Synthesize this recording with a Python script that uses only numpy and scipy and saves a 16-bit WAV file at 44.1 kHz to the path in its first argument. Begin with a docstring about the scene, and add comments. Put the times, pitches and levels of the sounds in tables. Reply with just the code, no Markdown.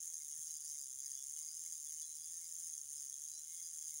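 """A small quiet room, where the clockwork self-timer of an old metal camera runs down, held in the hands.
Its escapement rocks to and fro, about 150 limping ticks a second, surging with each turn of an uneven
wheel. Each tick is a blow with a brief chatter that rings the small steel works and, now and then more
clearly, the case. Far underneath sit soft bumps of the hands and the still air."""
import sys
import numpy as np
from scipy import signal
from scipy.fft import rfft, irfft
from scipy.io import wavfile

SR = 44100
rng = np.random.default_rng(int(sys.argv[2]) if len(sys.argv) > 2 else 0)


def int16_out(signal):
    """Quantize to a 16-bit WAV file."""
    q = np.round(np.clip(np.atleast_2d(signal).T, -1, 1) * 32767)
    wavfile.write(sys.argv[1], SR, q.astype(np.int16))


N = 176400


def timer(t):
    """The ticks ring the works and the case, with a faint dull clack and passing chirps on top."""
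    rate, gain = drive(t)
    times, sizes = escapement(t, rate)
    steel = level(works(times, sizes), db=-1.12)
    body = case(t, times, sizes)
    clack = level(cut(clicks(times, sizes), hz=[1296, 4900], kind="bandpass"), db=-39)
    return gain * (steel + body + clack) + singing(times, sizes)


# The slow pull of the spring. Each row: time in seconds, ticks per second, drive level in dB.
SPRING_PULL = [(0, 167, -47.5), (0.3, 147, -47), (0.52, 161.5, -46.5), (0.92, 132.6, -47),
               (1.25, 141, -46.5), (1.55, 164, -47), (1.85, 152, -47), (2.1, 153, -48), (2.55, 168, -47.5),
               (2.799, 147.5, -47.5), (3.1, 141, -48), (3.4, 153.5, -48.5), (3.55, 170, -48.5),
               (4, 144, -46.5)]

def drive(t):
    """Tick rate and gain: the spring pulls, the uneven wheel surges and the pace drifts a little."""
    wheel_hz, wheel_peak_s = 3.145, 1.051
    surge_hz, surge_db, wander_hz = 4.5, 0.5, 1.5
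    when, pull_hz, pull_db = np.array(SPRING_PULL).T
    wheel = np.cos(2 * np.pi * wheel_hz * (t - wheel_peak_s))
    rate = np.interp(t, when, pull_hz) + surge_hz * wheel + wander_hz * drift(t, per_second=20)
    gain = undb(np.interp(t, when, pull_db) + surge_db * wheel + catching_teeth(t))
    return rate, gain


# Accents and dips in the ticking. Each row: centre in seconds, boost or dip in dB.
TOOTH_CATCHES = [(.135, 5.5), (0.421, 3), (0.591, -7), (.765, -2), (1.39, 5.5), (2.019, 6.5), (2.14, -6),
                 (2.59, 2)]

def catching_teeth(t):
    """The teeth catch harder or slip for a few ticks; gives the change of level in dB."""
    half_length_s = 0.0053
    return sum(db * bell(t, at, half_length_s) for at, db in TOOTH_CATCHES)


def escapement(t, rate):
    """Times and strengths of the ticks: the escapement limps, long and short swings in turn."""
    limp, jitter_s, scatter_db = 0.14, 0.00018, 1.4  # limp: share of a swing gained or lost
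    swings = np.cumsum(rate) / SR
    tick = np.arange(int(swings[-1]))
    late, hard = scatter(tick, count=2)
    times = np.interp(tick + 0.5 + (-1.0) ** tick * limp / 2, swings, t)
    return times + jitter_s * late, undb(scatter_db * hard)


# The short, bright rings of the steel works. Each row: pitch in Hz, width in Hz, relative gain in dB.
STEEL_RINGS = [(5550, 600, -26), (6480, 380, 0), (7100, 480, -5), (8760, 400, -12), (9200, 260, -8.5),
               (9570, 460, -6), (10420, 420, -12.3), (11100, 180, -30), (11910, 500, -26),
               (13070, 550, -32), (14720, 750, -26), (15580, 450, -24.5)]

def works(times, sizes):
    """Touch, blow, rebound, chatter, a loose tooth and gear scrape ring the steel for a few ms a tick."""
    touch_lead_s, rebound_s, timing_scatter_s = 0.0006, 0.00098, 0.00014
    touch_scatter_db, colour_scatter_db, rebound_db = 3.5, 1.61, -4.5
    chatter_half_s, chatter_lag_s, chatter_db = 0.00072, 0.00044, -5.5
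    touch_shift, rebound_shift = timing_scatter_s * scatter(times, count=2)
    firmness, looseness, force = scatter(times, count=3)
    knocks = loose_tooth(times, looseness, force)
    burst = signal.windows.gaussian(SR // 100 + 1, chatter_half_s * SR / np.sqrt(2))
    burst /= np.linalg.norm(burst)
    grit, gear_noise = rng.standard_normal((2, N))
    out = 0
    for (hz, width, db), colour in zip(STEEL_RINGS, scatter(times, count=len(STEEL_RINGS))):
        # The first touch and the gear scrape speak mostly in the highest rings.
        touch_db, scrape_db = (5.5, -9.5) if hz > 11000 else (-7, -17.5)
        strength = sizes * undb(colour_scatter_db * colour)
        touch_strength = strength * undb(touch_db + touch_scatter_db * firmness)
        touches = clicks(times - touch_lead_s + touch_shift, touch_strength)
        rebounds = undb(rebound_db) * clicks(times + rebound_s + rebound_shift, strength)
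        blows = clicks(times, strength) + rebounds
        chatter = grit * signal.oaconvolve(clicks(times + chatter_lag_s, strength), burst, "same")
        scrape = undb(scrape_db) * blows.std() * gear_noise
        push = touches + blows + knocks + undb(chatter_db) * chatter + scrape
        out += undb(db) * ring(push, hz, width)
    return cut(out, hz=4670, kind="highpass", order=4)


def loose_tooth(times, looseness, force):
    """A loose tooth knocks lightly between two ticks."""
    lag_s, scatter_s, knock_db, scatter_db = 0.0033, 0.001, -17, 5.5
    return clicks(times + lag_s + scatter_s * looseness, undb(knock_db + scatter_db * force))


# The longer rings of the case. Each row: pitch in Hz, width in Hz, level in dB against the drive.
CASE_RINGS = [(1126, 57, -57.5), (1530, 177, -45.5), (1849, 310, -40.5), (2124, 130, -41),
              (3014, 280, -37.5), (3338, 110, -34), (3422, 79, -38.5), (3707, 190, -35.5),
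              (3873, 65, -45.5), (4036, 60, -39), (4518, 85, -37), (4921, 250, -23.5), (5096, 190, -28.5),
              (5630, 190, -21), (5697, 80, -31), (6160, 50, -30.5)]

def case(t, times, sizes):
    """The blows keep the case ringing; each ring comes and goes, and every tick stirs it differently."""
    flicker_db, scatter_db = 3, 4.5
    out = 0
    for (hz, width, db), colour in zip(CASE_RINGS, scatter(times, count=len(CASE_RINGS))):
        blows = clicks(times, sizes * undb(scatter_db * colour))
        flicker = undb(flicker_db * drift(t, per_second=28))
        out += level(ring(blows * flicker, hz, width), db)
    return out


# Moments when the metal sings. Each row: centre in seconds, pitch in Hz, half length in seconds,
# peak level in dB.
CHIRPS = [(.13, 3430, 0.017, -80), (0.212, 2130, 0.012, -70.5), (.315, 2980, 0.012, -73),
          (.47, 4850, 0.029, -62), (0.507, 4030, 0.018, -66), (0.552, 4920, 0.027, -58.5),
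          (0.652, 4880, .04, -59), (0.714, 5120, 0.031, -58.5), (.72, 3100, 0.012, -72),
          (0.752, 2134, 0.026, -70.5), (0.821, 4927, 0.035, -57), (1.038, 4840, 0.08, -64),
          (1.054, 1824, 0.034, -73.5), (1.059, 5060, 0.017, -54.5), (1.135, 4910, 0.027, -59),
          (1.175, 3030, 0.044, -76.5), (1.19, 3405, 0.041, -62.5), (1.37, 2970, 0.024, -69.5),
          (1.402, 2140, 0.054, -74.5), (1.407, 3730, .02, -69), (1.426, 1100, .025, -77),
          (1.435, 4920, 0.02, -59), (1.492, 4890, .025, -56), (1.55, 5102, 0.068, -60),
          (1.664, 2134, 0.019, -67), (1.705, 4920, 0.016, -64), (1.726, 3385, 0.027, -69),
          (1.873, 3440, .015, -65), (1.985, 3014, .02, -70.5), (2.03, 3410, .018, -63),
          (2.076, 4040, 0.077, -67), (2.235, 4933, 0.011, -54.5), (2.28, 3466, 0.044, -73),
          (2.44, 2150, .035, -71), (2.453, 4927, 0.017, -57), (2.519, 5150, .02, -62),
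          (2.584, 2150, 0.083, -83), (2.645, 5100, 0.029, -59.5), (2.972, 5100, .02, -59),
          (3.133, 3380, .02, -64), (3.344, 4920, 0.011, -57), (3.365, 5680, .03, -51.5),
          (3.357, 4030, 0.069, -64.5), (3.515, 2145, 0.047, -72), (3.596, 2130, 0.033, -69),
          (3.601, 3358, 0.089, -66), (3.649, 4960, 0.023, -55), (3.694, 2134, .02, -78),
          (3.929, 2136, 0.011, -67.5)]

def singing(times, sizes):
    """For a moment the ticks fall in step with one ring of the metal, and it builds to a thin chirp."""
    slip_cycles = 0.15
    out = 0
    for (at, hz, half_length, db), slip in zip(CHIRPS, scatter(times, count=len(CHIRPS))):
        in_step = (np.round(times * hz) + slip_cycles * slip) / hz
        blows = clicks(in_step, sizes * bell(times, at, half_length)) + 1e-18
        tone = ring(blows, hz, width_hz=123)
        out += undb(db) * tone / np.abs(tone).max()
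    return out


def room(x, t):
    """Table and walls add a short diffuse tail."""
    t60_s, delay_s, tail_db = 0.15, 0.006, -12.5
    age = t[:SR // 2]
    tail = rng.standard_normal(len(age)) * undb(-60 * age / t60_s) * (age > delay_s)
    tail = cut(tail / np.linalg.norm(tail), hz=12200, kind="lowpass")
    return x + undb(tail_db) * signal.fftconvolve(x, tail)[:N]


# Soft handling bumps on the camera body. Each row: centre in seconds, pitch in Hz, peak level in dB.
GRIP_BUMPS = [(0.392, 142, -71), (.7, 149, -78), (0.967, 68, -79), (1.111, 224, -83), (1.23, 423.2, -81),
              (1.295, 80.63, -76), (2.292, 99.3, -80), (2.688, 79.6, -80.5), (2.865, 69.47, -79),
              (3.89, 110.2, -81)]

def hands(t):
    """Dull bumps of a few cycles as the grip shifts."""
    return sum(undb(db) * bell(t, at, half_length_s=0.01) * np.sin(2 * np.pi * hz * (t - at))
               for at, hz, db in GRIP_BUMPS)


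# The colour of the room tone. Each row: frequency in Hz, relative level in dB.
ROOM_TONE = [(20, -5), (50, -8), (90, -4.5), (140, -4.5), (220, -6.5), (330, -11.5), (700, -16.5),
             (1500, -16), (5000, -5.5), (16000, -35)]

def air():
    """The still air lays a faint bed of steady rumble and hiss."""
    hz, db = np.array(ROOM_TONE).T
    shape_db = np.interp(np.log(np.fft.rfftfreq(N, 1 / SR) + 1), np.log(hz), db)
    spectrum = rfft(rng.standard_normal(N)) * undb(shape_db)
    return level(irfft(spectrum, N), db=-76.5)


def undb(db):
    """Decibels to gain."""
    return 10 ** (np.asarray(db) / 20)


def level(x, db):
    """Set the rms level."""
    return x * undb(db) / np.sqrt(np.mean(x ** 2))


def ring(x, hz, width_hz):
    """The same resonance twice in series, so a blow builds up and dies away; gain 1 at the centre."""
    b, a = signal.iirpeak(hz, hz / width_hz, fs=SR)
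    return signal.lfilter(b, a, signal.lfilter(b, a, x))


def cut(x, hz, kind, order=2):
    """Butterworth filter."""
    return signal.sosfilt(signal.butter(order, hz, kind, fs=SR, output="sos"), x)


def clicks(times, sizes):
    """One impulse at each time."""
    inside = (times >= 0) & (times < (N - 1) / SR)
    return np.bincount((times[inside] * SR).astype(int), sizes[inside], N)


def bell(t, at, half_length_s):
    """A smooth fade in and out around one moment."""
    return np.exp(-((t - at) / half_length_s) ** 2)


def drift(t, per_second):
    """A glide between random values, spread near 1."""
    return np.interp(t * per_second, np.arange(200), rng.standard_normal(200))


def scatter(ticks, count):
    """Rows of random values, one per tick; spread near 1, without far outliers."""
    draws = rng.standard_normal((700, count))[:len(ticks)].T
    return 2 * np.tanh(draws / 1.7)


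def scene():
    """The timer in its room, with the hands that hold it, in mono."""
    t = np.arange(N) / SR
    return (room(timer(t), t) + air() + hands(t))[None]


def record(dry):
    """A steep low-pass takes off the very top."""
    top_hz = 15800
    return signal.sosfilt(signal.ellip(12, 0.1, 80, top_hz, fs=SR, output="sos"), dry)


dry = scene()
out = record(dry)
int16_out(out)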